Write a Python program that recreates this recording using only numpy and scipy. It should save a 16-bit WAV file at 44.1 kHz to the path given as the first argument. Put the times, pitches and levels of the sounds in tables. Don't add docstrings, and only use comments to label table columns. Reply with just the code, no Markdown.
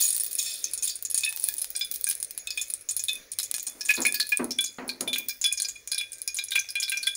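import sys
import numpy as np
from scipy import signal
from scipy.fft import rfft, irfft
from scipy.io import wavfile
from scipy.ndimage import uniform_filter1d

SR = 44100
rng = np.random.default_rng(int(sys.argv[2]) if len(sys.argv) > 2 else 0)


def natural_amplitude(level_db):
    exponent = np.asarray(level_db, float) / 20
    return 10 ** exponent


def store_wav(level_fs):
    pcm = np.round(np.clip(np.atleast_2d(level_fs), -1, 1) * 32767)
    wavfile.write(sys.argv[1], SR, pcm.T.astype(np.int16))


N = 315756
LENGTH = 16384
TIME, HZ = np.arange(LENGTH) / SR, np.fft.rfftfreq(LENGTH, 1 / SR)


def evened(x):
    return x / np.sqrt(np.mean(x ** 2) + 1e-20)


def read(points, hz):
    f, value = np.transpose(points)
    return np.interp(np.log(hz + 1), np.log(f + 1), value)


def over_time(points):
    return np.interp(np.arange(N) / SR, *np.transpose(points))


def add(mix, s, sound):
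    part = mix[max(round(s * SR), 0):][:len(sound)]
    part += sound[:len(part)]


def coloured(x, gain):
    return irfft(rfft(x) * gain, len(x))


def peak(hz, sharp):
    return 1 / (1 + (sharp * (HZ / hz - hz / (HZ + 1))) ** 2)


def tilt(db):
    return natural_amplitude(db * np.log2((HZ + 1) / 2900))


def swell(rise):
    return 1 - np.exp(-TIME / rise)


def pops(table, source):
    out = np.zeros(N)
    for row, noise in zip(table, rng.standard_normal((len(table), LENGTH))):
        add(out, row[0], source(*row, noise))
    return out


# (frequency [Hz], level [dB])
MIC = [(500, -25), (2700, -12.5), (4100, 0), (7800, -1), (9000, 7), (10200, 7.5), (11500, 0), (13300, -7),
       (14100, -1), (14900, 6.5)]


def microphone(share=1):
    return natural_amplitude(share * read(MIC, HZ))


# (frequency [Hz], t60 [s])
CAVITY = [(1500, 0.046), (4000, 0.097), (8000, 0.062), (16000, 0.053)]


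def echo(noise, gain, rise=0.00004):
    unevenness = evened(uniform_filter1d(noise[::-1], 70))
    ragged = natural_amplitude(4 * unevenness * swell(.006))
    hz, t, z = signal.stft(evened(coloured(noise, gain) * ragged), SR, nperseg=128)
    pot_fall = natural_amplitude(-60 * t / read(CAVITY, hz)[:, None])
    kitchen_fall = natural_amplitude(-21.0 - 60 * t / 0.46)
    return signal.istft(z * (pot_fall + kitchen_fall), SR, nperseg=128)[1][:LENGTH] * swell(rise)


# (frequency [Hz], level [dB], t60 [s], pull of the fat's load [exponent])
BASE = [(1584, -5, 0.18, 2), (2070, -7, 0.034, 2), (2385, 3.5, 0.14, 0.83), (2415, -7, 0.35, 0.8),
        (7290, -8, 0.088, -7.5), (3420, -7.5, 0.29, 0.43), (4035, -4, 0.092, 1.5), (5010, -3, 0.15, 1.1),
        (5514, -0.5, 0.062, 7), (6620, -1.5, 0.17, 0.3), (6900, 1, 0.036, 1), (8980, 4, 0.035, 1)]
LOAD_HZ = 2400
# (time [s], frequency [Hz])
LOAD = [
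    (0, 2535),
    (.5, 2569),
    (1.25, 2545),
    (1.8, 2401),
    (2.55, 2518),
    (3.2, 2478),
    (4.3, 2485),
    (4.6, 2385),
    (5.2, 2424),
    (7.16, 2401),
]


def ring(s, gain, chance):
    hz, db, t60, give = np.transpose(BASE)[:, :, None]
    phase, uneven, detune, beat = chance[:4 * len(BASE)].reshape(4, -1, 1)
    load = np.interp(s, *np.transpose(LOAD)) / LOAD_HZ
    hz = hz * load ** give * (1 + 0.00603 * detune)
    wobble = 1 + .45 * np.sin(2 * np.pi * (25 * beat * TIME + detune))
    slosh = natural_amplitude(2.5 * evened(uniform_filter1d(chance, 250)))
    fall = natural_amplitude(db + 3.2 * uneven - 60 * TIME / t60)
    modes = fall * wobble * np.sin(2 * np.pi * (hz * TIME + phase))
    return np.interp(hz[:, 0], HZ, gain) @ modes * slosh * swell(0.0003)


def bubble(s, db, hz, ring_db, tilt_db, noise):
    gain = peak(hz, 8.1) + natural_amplitude(-22) * microphone(0.69)
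    blip = np.sin(2 * np.pi * hz * TIME) * np.exp(-TIME * hz / 6.9) * swell(0.41 / hz)
    reach = (peak(hz, 1.63) + 0.13) * tilt(tilt_db)
    sound = 1.1 * blip + echo(noise, gain) + natural_amplitude(ring_db - 10.5) * ring(s, reach, noise)
    return natural_amplitude(db) * sound / abs(sound).max()


def sized(table, hz, spread):
    scatter = rng.standard_normal(len(table))
    return [(s, db, hz * (1 + spread * u), *rest) for (s, db, *rest), u in zip(table, scatter)]


# (time [s], peak level [dB], pitch [Hz], extra ring [dB], ring tilt [dB per octave])
LARGE = [(1.2346, -14, 3810, -3.5, -1.5), (1.263, -20, 2440, -17.5, -19), (1.8101, -19, 3810, -4, 1),
         (2.5745, -18.5, 3420, -7, 1), (3.0839, -14, 3570, -11, 5.5), (3.3871, -20, 3950, -18, 8),
         (3.8896, -15, 2390, -18, 6), (3.9044, -6.5, 2440, -7, -20), (4.0513, -9.5, 2230, -0.5, 6),
         (4.3207, -11.5, 2420, -1.5, -5), (4.588, -18.5, 3330, -3, -1.5), (4.6614, -21, 4200, -11, 7),
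         (5.076, -17.5, 3420, -12.5, -4), (5.1305, -13, 3420, -3.5, 1), (5.1597, -16, 2380, -11, -3),
         (5.441, -17.5, 3420, -8.5, -6), (5.4594, -18, 3420, -6, -2), (5.979, -15, 3750, -10, -1.5),
         (6.3869, -15, 3890, -3.5, -4), (6.011, -20.5, 2390, -14, 0), (6.5185, -16, 3670, -10, -9),
         (6.556, -9.5, 2420, -0.5, 2), (6.7541, -17, 2800, 5, 0.5), (6.8224, -19.5, 3400, -9, 1),
         (6.919, -14, 2570, -3, -2.5), (7.0708, -14.5, 3400, 1, -3), (5.7544, -36, 2460, -6, 11),
         (.386, -19, 3670, -2, 12), (3.8897, -17.5, 1620, 3, -3), (4.0514, -20, 1740, 12, 3)]
MIDDLE = [(.0134, -18, 4430, -21, 3), (.6408, -12, 6250, -1.5, -1), (1.4835, -28, 4680, -4, -11),
          (1.7514, -23, 5010, -0.5, -4.5), (2.0687, -21, 6330, 1.5, -16), (2.4718, -21.5, 3620, -6, 4),
          (2.505, -18.5, 4800, -5.5, -1), (3.5438, -22, 5900, 3, -5), (3.8086, -18, 5430, -6.5, -10),
          (3.9644, -21.5, 4200, -8, 0), (4.1426, -18, 4600, -4.5, -18), (4.1996, -10, 4310, -12.5, -30),
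          (4.5073, -18.5, 5570, -10, -1), (4.8912, -17.5, 4310, -10.5, -13),
          (5.2937, -18.5, 5300, 2.5, -5.5), (5.5742, -19.5, 5420, -3, 2), (5.6481, -17.5, 4670, -1, 0),
          (5.9165, -16, 4670, 4, -1), (5.9454, -21.5, 5370, -4, -10), (6.2771, -16, 5300, 3, 1.5),
          (6.4842, -25, 6500, 4, -2.5), (6.5909, -15, 6200, -1, -9), (6.6886, -22, 5060, -6.5, -4.5),
          (6.8294, -13.5, 5060, -1.5, -6.5), (6.8803, -20.5, 4000, -2, -9), (6.9721, -17.5, 5800, -1, -6),
          (7.0311, -17, 4350, -7, -9)]
# (time [s], peak level [dB])
SMALL = [(.0234, -11.5), (.0523, -19), (.0943, -36), (.3891, -15), (.4494, -22), (.7763, -22.5),
         (.8244, -17), (.878, -16.5), (1.05, -17), (1.1538, -22), (1.1794, -15.5), (2.3944, -33.5),
         (2.6135, -18.5), (2.8887, -15), (2.994, -16.5), (3.3173, -30.5), (3.4306, -19), (3.597, -20),
         (3.6704, -21.5), (3.8584, -21.5), (3.9394, -17.5), (4.0177, -14), (4.6408, -16), (5.007, -23),
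         (5.4143, -16), (5.685, -18.5), (5.875, -22.5), (6.3674, -17.5), (6.7995, -17.5), (7.1514, -21)]


def bubbles():
    small = [(*row, 0, 0) for row in sized(SMALL, 6860, 0.0054)]
    rows = []
    for table, ring_db in ((LARGE, 13.5), (MIDDLE, 4), (small, -6)):
        for s, db, hz, more_db, tilt_db in table:
            rows.append((s, db, hz, ring_db + more_db - (db + 15.5), tilt_db))
    return pops(rows, bubble)


# (time [s], peak level [dB], pitch [Hz], ring [dB], ring tilt [dB per octave])
TRAILING = [
    (.896, -20, 4620, -6, 7),
    (5.441, -15.5, 5220, -8, 10),
    (5.527, -18, 6840, 1, -5),
    (5.6, -19, 4300, 2.5, -9.5),
    (5.62, -18, 6800, 3, -3),
    (6.13, -31, 6900, -8, 0),
]


def trailing_bubbles():
    return pops(TRAILING, bubble)


def spit(s, db, hz, echo_db, noise):
    colour = microphone()
    tick = np.roll(irfft(colour * (peak(hz, 5.2) + 0.31)), 26)
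    tear = noise[-100:] * np.exp(-np.arange(100) / 22)
    snap = np.convolve(tick[:200], tear)
    answer = echo(noise, colour * (peak(hz, 6.3) + 0.24), rise=0.00043)
    answer = answer + 0.082 * ring(s, colour, noise)
    sound = natural_amplitude(echo_db - 11.5) * answer
    add(sound, 0, snap / abs(snap).max() * signal.windows.tukey(len(snap), .14))
    return natural_amplitude(db) * sound / abs(sound).max()


# (time [s], peak level [dB], echo in the pot [dB])
FAT = [(.0443, -10, 10), (.0872, -13, 3), (.4162, -18, -8), (.7765, -12, -8), (.8291, -14.5, 16),
       (.9548, -20, 13), (1.1763, -7.5, 2), (1.763, -10, 1), (2.0419, -4.5, -7.5), (2.0673, -13, -3),
       (2.2274, -7, -8), (2.4719, -10, -31), (2.5053, -18.5, -20), (2.5742, -22, 12), (2.6131, -16, -5),
       (2.7378, -7, -7.5), (2.9099, -14, 2), (3.083, -20, -17), (3.317, -18, 6), (3.546, -18, 20),
       (3.6667, -18, 16), (3.8513, -18, 3), (4.372, -2.5, -10), (4.5861, -12, -78), (5.525, -7, -4.5),
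       (3.564, -13.5, -4.5), (5.6202, -6.5, -5), (6.1191, -23, 16), (6.7542, -16, -7), (7.1514, -22.5, 16)]
PLAIN = [(.0654, -8, -7), (.1984, -10.5, 1), (.2214, -23, -9), (.842, -13, 3), (.7348, -9.5, 1.5),
         (1.0516, -13, -11), (1.1444, -5, 1), (1.2482, -11.5, 1), (1.2906, -14.5, 1.5), (1.4402, -1, -12),
         (2.0768, -10, -9), (2.2015, -12, -9), (2.2464, -15.5, -7), (3.3875, -7.5, -11), (4.0663, -9, 2),
         (4.6085, -11, 2.5), (5.009, -8.5, -7), (5.4401, -15.5, 19), (5.4616, -16.5, 4), (5.6003, -9.5, -8),
         (5.8742, -17, -7), (5.9161, -16, 9), (5.9455, -14, -15), (5.9814, -12, -1), (6.3441, -18, 13),
         (.853, -14, -1), (6.5521, -14, -10), (6.8006, -21, 17), (7.0275, -25, 17), (7.0684, -17.5, 7)]
THIN = [(.0114, -5.5, -1), (.1048, -6.5, -1), (1.0995, -18, 15), (1.3978, -11, -50), (1.5814, -16, 20),
        (1.616, -13.5, 15), (1.8478, -16.5, -3), (2.098, -11.5, 24), (2.3766, -12, -5), (2.7004, -18, 14),
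        (2.8101, -30.5, 4), (3.419, -17, -13), (2.9655, -7, 0), (3.038, -9, -6.5), (3.5128, -6, -25),
        (4.0039, -14, -5), (4.1236, -9.5, -11), (4.198, -13.5, -17), (4.2688, -19, -4),
        (4.4434, -10.5, -10.5), (4.8789, -18, -4), (5.077, -21.5, 16), (5.4132, -22, -3),
        (6.2174, -14.5, -5.5), (6.2762, -8, -11), (6.4389, -15, 0), (6.5985, -8.5, -25), (3.4545, -23, -19),
        (6.8963, -10, 0), (6.9727, -16, -9)]
FINE = [(.164, -8, -0.5), (.2354, -7, -4), (.2633, -9, -4), (.311, -14, 3), (1.025, -8.5, -11),
        (1.362, -7, -22), (1.4866, 0.5, -10), (1.54, -6.5, -23), (1.7035, -9.5, -8), (1.9137, -7, -6),
        (1.9391, -9.5, -1.5), (2.011, -9.5, -14), (2.0887, -3.5, -7), (2.236, -23, -16), (2.3083, -15, -7),
        (3.629, -11, -9), (4.1431, -12, 10), (4.2913, -10.5, -3), (5.182, -13, 10), (5.285, -10.5, 5)]
# (time [s], peak level [dB])
TICKS = [(0.3300, -11), (0.4633, -21), (0.518, -28), (0.539, -16), (0.8382, -19), (0.8787, -31),
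         (1.112, -10), (1.429, -35), (1.4706, -17), (1.8856, -44), (2.178, -27), (2.349, -30), (2.544, -42),
         (2.6176, -13), (2.682, -24), (2.9304, -34), (2.972, -21), (3.017, -40), (3.0941, -25),
         (3.114, -23), (3.1317, -11.5), (3.1543, -16.5), (3.43, -13), (3.4393, -14), (3.449, -33),
         (3.698, -20.5), (3.9538, -11), (4.88, -31), (5.15, -21), (6.7043, -13.5)]


def spits():
    ticks = [(s, db, -7) for s, db in TICKS]
    sizes = ((FAT, 9010), (PLAIN, 9810), (THIN, 10470), (FINE, 14500), (ticks, 10900))
    return sum(pops(sized(table, hz, 0.0069), spit) for table, hz in sizes)


# (time [s], peak
# level [dB], pitch [Hz], echo in the pot [dB])
STRAY = [(0.08, -9, 9000, -3), (0.1058, -19, 10400, -7), (0.1274, -14.5, 8700, 9), (0.1469, -12, 9400, -1),
         (0.1717, -20, 9500, -5), (0.179, -7, 9200, -14), (0.2083, -7.5, 9600, -3.5),
         (0.245, -15.5, 9600, -3), (0.2797, -16.5, 10700, -9), (0.352, -12.5, 10700, -2),
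         (0.3815, -17, 6950, -9), (0.4277, -12, 7000, -3), (0.7128, -17.5, 10000, -11),
         (1.2076, -13, 6900, -5), (1.421, -24, 9800, 2), (1.4507, -24, 9660, 6), (1.567, -21, 10200, -3),
         (1.793, -18, 14800, 8), (1.959, -16, 11200, 0), (2.152, -14.5, 10200, -12), (6.131, -17, 9010, -2),
         (6.1829, -27, 6900, 0), (6.5072, -19.5, 3700, 8)]


def stray_spits():
    return pops(STRAY, spit)


def crack(s, db, noise):
    gain = microphone(0.12) * HZ / (HZ + 900)
    step = np.roll(irfft(gain), 26) * signal.windows.tukey(LENGTH, .002)
    sound = step / abs(step).max() + natural_amplitude(-26.5) * echo(noise, gain * microphone(0.32))
    return natural_amplitude(db) * sound / abs(sound).max()


# (time [s], peak level [dB])
CRACKS = [(1.326, -7), (1.374, -8), (1.6442, -4), (2.112, 3), (2.377, -10.5), (3.387, 0.5), (3.3995, -1),
          (3.4103, -19), (3.518, -16), (3.541, 2), (3.886, -11), (4.319, -12), (5.009, -3), (6.552, -25)]
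# (time [s], peak level [dB])
SPARKS = [
    (.99, -24),
    (1.226, -18),
    (2.255, -53),
    (3.582, -8.5),
    (3.646, -31),
]


def cracks():
    return pops(CRACKS, crack) + pops(SPARKS, crack)


# (time [s], level [dB])
FIZZ = [(0, -29.5), (.148, -49.5), (.372, -43), (.385, -28.5), (.55, -32.5), (.8, -49.5), (.88, -24.5),
        (1.0, -74), (1.45, -41), (1.75, -61), (2.101, -53), (2.3, -76), (2.62, -48), (2.85, -76),
        (3.051, -52), (3.27, -82), (3.95, -49.5), (4.75, -73)]
# (time [s], extra fine spit [dB])
SWIRL = [
    (0, 19),
    (.6, -4.5),
    (1.3, 16),
    (2.3, 16),
    (2.7, 15),
]


def fizz():
    db, fine_db = over_time(FIZZ), over_time(SWIRL)
    struck = rng.random(N) < 1100 / SR
    size = natural_amplitude(3.2 * np.minimum(rng.exponential(1, N), 3)) * struck
    kind, noise = rng.integers(0, 12, N), rng.standard_normal((12, LENGTH))
    plain_hz, fine_hz = (8900, 9600, 10200, 11900), (15000, 15400, 14200, 15300)
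    bubble_hz = (3580, 4200, 4940, 6950)
    grains = [spit(0.34, 0, hz, -14.0, n) for hz, n in zip(plain_hz, noise)]
    grains += [spit(0.34, 0, hz, -6.0, n) for hz, n in zip(fine_hz, noise[4:])]
    grains += [bubble(1.0, 0, hz, -8.5, 0, n) for hz, n in zip(bubble_hz, noise[8:])]
    levels = natural_amplitude([db, db + fine_db, db - 9.5])
    out = np.zeros(N)
    for k, grain in enumerate(grains):
        out += signal.oaconvolve(size * levels[k // 4] * (kind == k), grain)[:N]
    return out


def swarm(s, db, t60, tilt_db, noise):
    patter = noise ** 3 * natural_amplitude(-60 * TIME / t60)
    song = signal.fftconvolve(patter, ring(s, tilt(tilt_db), 0.75 * noise))[:LENGTH]
    return natural_amplitude(db) * song / song[:4000].std() * signal.windows.tukey(LENGTH, .1)


# (time [s], level [dB], t60 of the swarm [s], tilt [dB per octave])
SWARMS = [
    (0, -54, 0.34, 18),
    (.385, -42, 0.23, 8),
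    (.45, -36, 0.34, 8.5),
    (1.15, -46, 0.62, 7),
    (6.1, -60, 0.99, -8),
]


def swarms():
    return pops(SWARMS, swarm)


def ping(s, db, hz, t60, rise, noise):
    slosh_db = 2.2 * evened(uniform_filter1d(noise, 500))
    return natural_amplitude(db + slosh_db - 60 * TIME / t60) * np.sin(2 * np.pi * hz * TIME) * swell(rise)


# (time [s], peak level [dB], frequency [Hz], t60 [s], rise [s])
PINGS = [(.023, -23, 6800, 0.22, .004), (.053, -17, 6800, 0.039, 0.0015), (.093, -25, 6720, 0.11, 0.0015),
         (1.262, -15.5, 2567, 0.12, 0.008), (1.811, -21.5, 3476, 0.11, 0.0014),
         (1.812, -29, 5010, 0.12, 0.0018), (2.473, -32, 2560, 0.11, 0.0021),
         (2.576, -28.5, 2490, 0.075, 0.0011), (2.59, -26, 3500, 0.12, .003),
         (3.085, -20.5, 3540, 0.2, 0.0029), (3.155, -32.5, 2510, 0.077, 0.0023),
         (3.892, -8, 2518, 0.093, 0.0034), (4.053, -24, 2200, 0.11, 0.0027), (4.06, -23, 2362, 0.2, 0.0033),
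         (4.588, -17, 3430, 0.2, 0.00039), (4.893, -28, 2446, 0.054, 0.0007),
         (5.078, -26, 3510, 0.22, 0.0018), (5.161, -30, 2410, 0.23, 0.0018),
         (5.442, -27, 2395, 0.11, 0.0015), (6.279, -33, 2444, 0.15, 0.0028),
         (6.556, -21.5, 3383, 0.14, 0.0016), (6.822, -31.5, 3416, 0.39, 0.0022),
         (5.443, -18.5, 3420, 0.22, 0.0029), (5.446, -38, 5080, 0.63, .004), (5.515, -28, 2440, 0.14, .004),
         (5.757, -38, 2430, 0.1, .003), (5.985, -22.5, 3410, 0.2, 0.0075), (7.071, -21, 3400, 0.19, 0.0014),
         (.45, -37.5, 3520, 0.4, 0.0077), (.455, -37, 4440, 0.27, .01), (3.086, -25, 2530, 0.15, 0.0033),
         (6.756, -34, 3250, 0.16, 0.0027), (3.672, -44, 3460, 0.18, 0.011)]


def pings():
    return pops(PINGS, ping)


# (frequency [Hz], level [dB], t60 [s])
COUNTER = [(246.8, -20, 0.62), (347.4, 0.5, 0.16), (444, -19, 0.25), (670, -20, 0.11), (964, -9, 0.25),
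           (1317, -12, 0.27)]
# (frequency [Hz], density [dB per Hz])
THUD = [(53, -52), (100, -11), (190, -9), (244, 4), (288, -1.5), (2420, -29.5), (3500, -48), (4550, -44),
        (7700, -120)]


def knock(s, db, rise, t60, bright_db, noise):
    gain = natural_amplitude(read(THUD, HZ) + bright_db * np.log2((HZ + 1) / 300))
    rattle = natural_amplitude(1.04 * evened(uniform_filter1d(noise[::-1], 400)))
    hz, t, z = signal.stft(evened(coloured(noise * rattle, gain)), SR, nperseg=256)
    quick = (1 + hz[:, None] / 900) / 1.53
    thud = signal.istft(z * natural_amplitude(-60 * t * quick / t60), SR, nperseg=256)[1][:LENGTH]
    modes = np.zeros(LENGTH)
    for (mode_hz, mode_db, mode_t60), phase in zip(COUNTER, noise):
        modes += natural_amplitude(mode_db - 60 * TIME / mode_t60) * np.sin(2 * np.pi * (mode_hz * TIME + phase))
    sound = thud + 1.06 * modes * (1 - np.exp(-(TIME / 0.023) ** 2))
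    sound = sound * (1 - np.exp(-(TIME / max(rise, .001)) ** 2))
    return natural_amplitude(db) * sound / abs(sound).max()


# (time [s], peak level [dB], rise [s], t60 [s], brightness [dB per octave])
KNOCKS = [
    (3.665, -46.5, 0.0021, 0.99, 7),
    (3.75, -47, 0.0032, 1, 6),
    (3.968, -25, 0.015, 0.43, 6.5),
    (4.39, -20.5, 0.0074, 0.37, 4.5),
    (4.68, -52, 0.0065, 0.29, -1),
    (4.784, -27, 0.001, 0.65, 7),
    (5.002, -30.5, 0.0075, 0.45, 3.5),
    (5.06, -36.5, 0.0071, 0.48, 3),
    (5.19, -46.5, 0.0073, 0.42, 4.5),
]


def knocks():
    return pops(KNOCKS, knock)


def boom(s, db, hz, t60, rise, noise):
    twin = ping(s, db, hz * 1.03, t60, rise, noise[::-1])
    return ping(s, db, hz, t60, rise, noise) + natural_amplitude(-1.5) * twin


# (time [s], peak level [dB], frequency [Hz], t60 [s], rise [s])
BOOMS = [
    (3.99, -32.5, 257, 0.2, 0.015),
    (4.395, -27.5, 243.5, 0.41, 0.012),
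    (4.795, -36.5, 246.4, 0.51, 0.016),
    (5.01, -41, 248.8, 0.61, 0.0087),
    (5.08, -36.5, 657, 0.09, .008),
]


def booms():
    return pops(BOOMS, boom)


# (frequency [Hz], density [dB per Hz])
FLAME = [(12, 3), (20, -23.5), (542, -0.5), (923, -15.5), (2390, 0), (2910, -15), (6720, -2), (7950, -35),
         (9950, -17), (14700, -17), (16000, 8)]
# (time [s],
# extra level # [dB])
LIFTED = [
    (.5, 3.5),
    (.68, 5.5),
    (.85, 0.5),
    (2.3, 3.5),
    (3.05, -1.5),
    (3.2, 8.5),
    (3.301, 1),
    (3.549, 4.5),
    (3.8, -1.5),
]


def flame():
    frames, hz = N // 256 + 5, np.fft.rfftfreq(1024, 1 / SR)
    a, b, patches = rng.standard_normal((frames, 513, 3)).T
    patches = evened(uniform_filter1d(uniform_filter1d(patches, 8, 0), 16, 1))
    z = (a + 1j * b) * natural_amplitude(read(FLAME, hz)[:, None] + 2.5 * patches)
    hiss = evened(signal.istft(z, nperseg=1024, noverlap=768)[1][:N])
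    return natural_amplitude(-46 + over_time(LIFTED)) * hiss


# (frequency [Hz], rms level [dB])
HUM = [(50, -71), (100, -72)]
# (time [s], level [dB], frequency [Hz], t60 [s])
CLINK = (1.28, -58, 895, 1.6)


def kitchen():
    waver = evened(uniform_filter1d(rng.standard_normal((len(HUM), N)), 3000))
    out = np.zeros(N)
    for (hz, db), w in zip(HUM, waver):
        out += natural_amplitude(db) * (w + 0.42) * np.sin(2 * np.pi * hz * np.arange(N) / SR)
    s, db, hz, t60 = CLINK
    clink = natural_amplitude(db - 60 * TIME / t60) * np.sin(2 * np.pi * hz * TIME)
    add(out, s, clink * signal.windows.tukey(LENGTH, .3))
    return out


def scene():
    pot = fizz() + bubbles() + spits()
    pot = signal.sosfilt(signal.butter(4, 450, "high", fs=SR, output="sos"), pot)
    pot = pot + trailing_bubbles() + stray_spits() + cracks() + swarms() + pings()
    return (pot + knocks() + booms() + flame() + kitchen())[None]


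def roll_off(x):
    return signal.sosfilt(signal.butter(12, 16830, fs=SR, output="sos"), x)


# (frequency [Hz], level [dB])
EDGE = [(14000, 0), (15650, -3), (15900, -42), (16800, -42), (17000, -80)]


def record(dry):
    soft = .9 * np.tanh(dry[0] / .9)
    edged = coloured(soft, natural_amplitude(read(EDGE, np.fft.rfftfreq(N, 1 / SR))))[None]
    return roll_off(edged)


dry = scene()
out = record(dry)
store_wav(out)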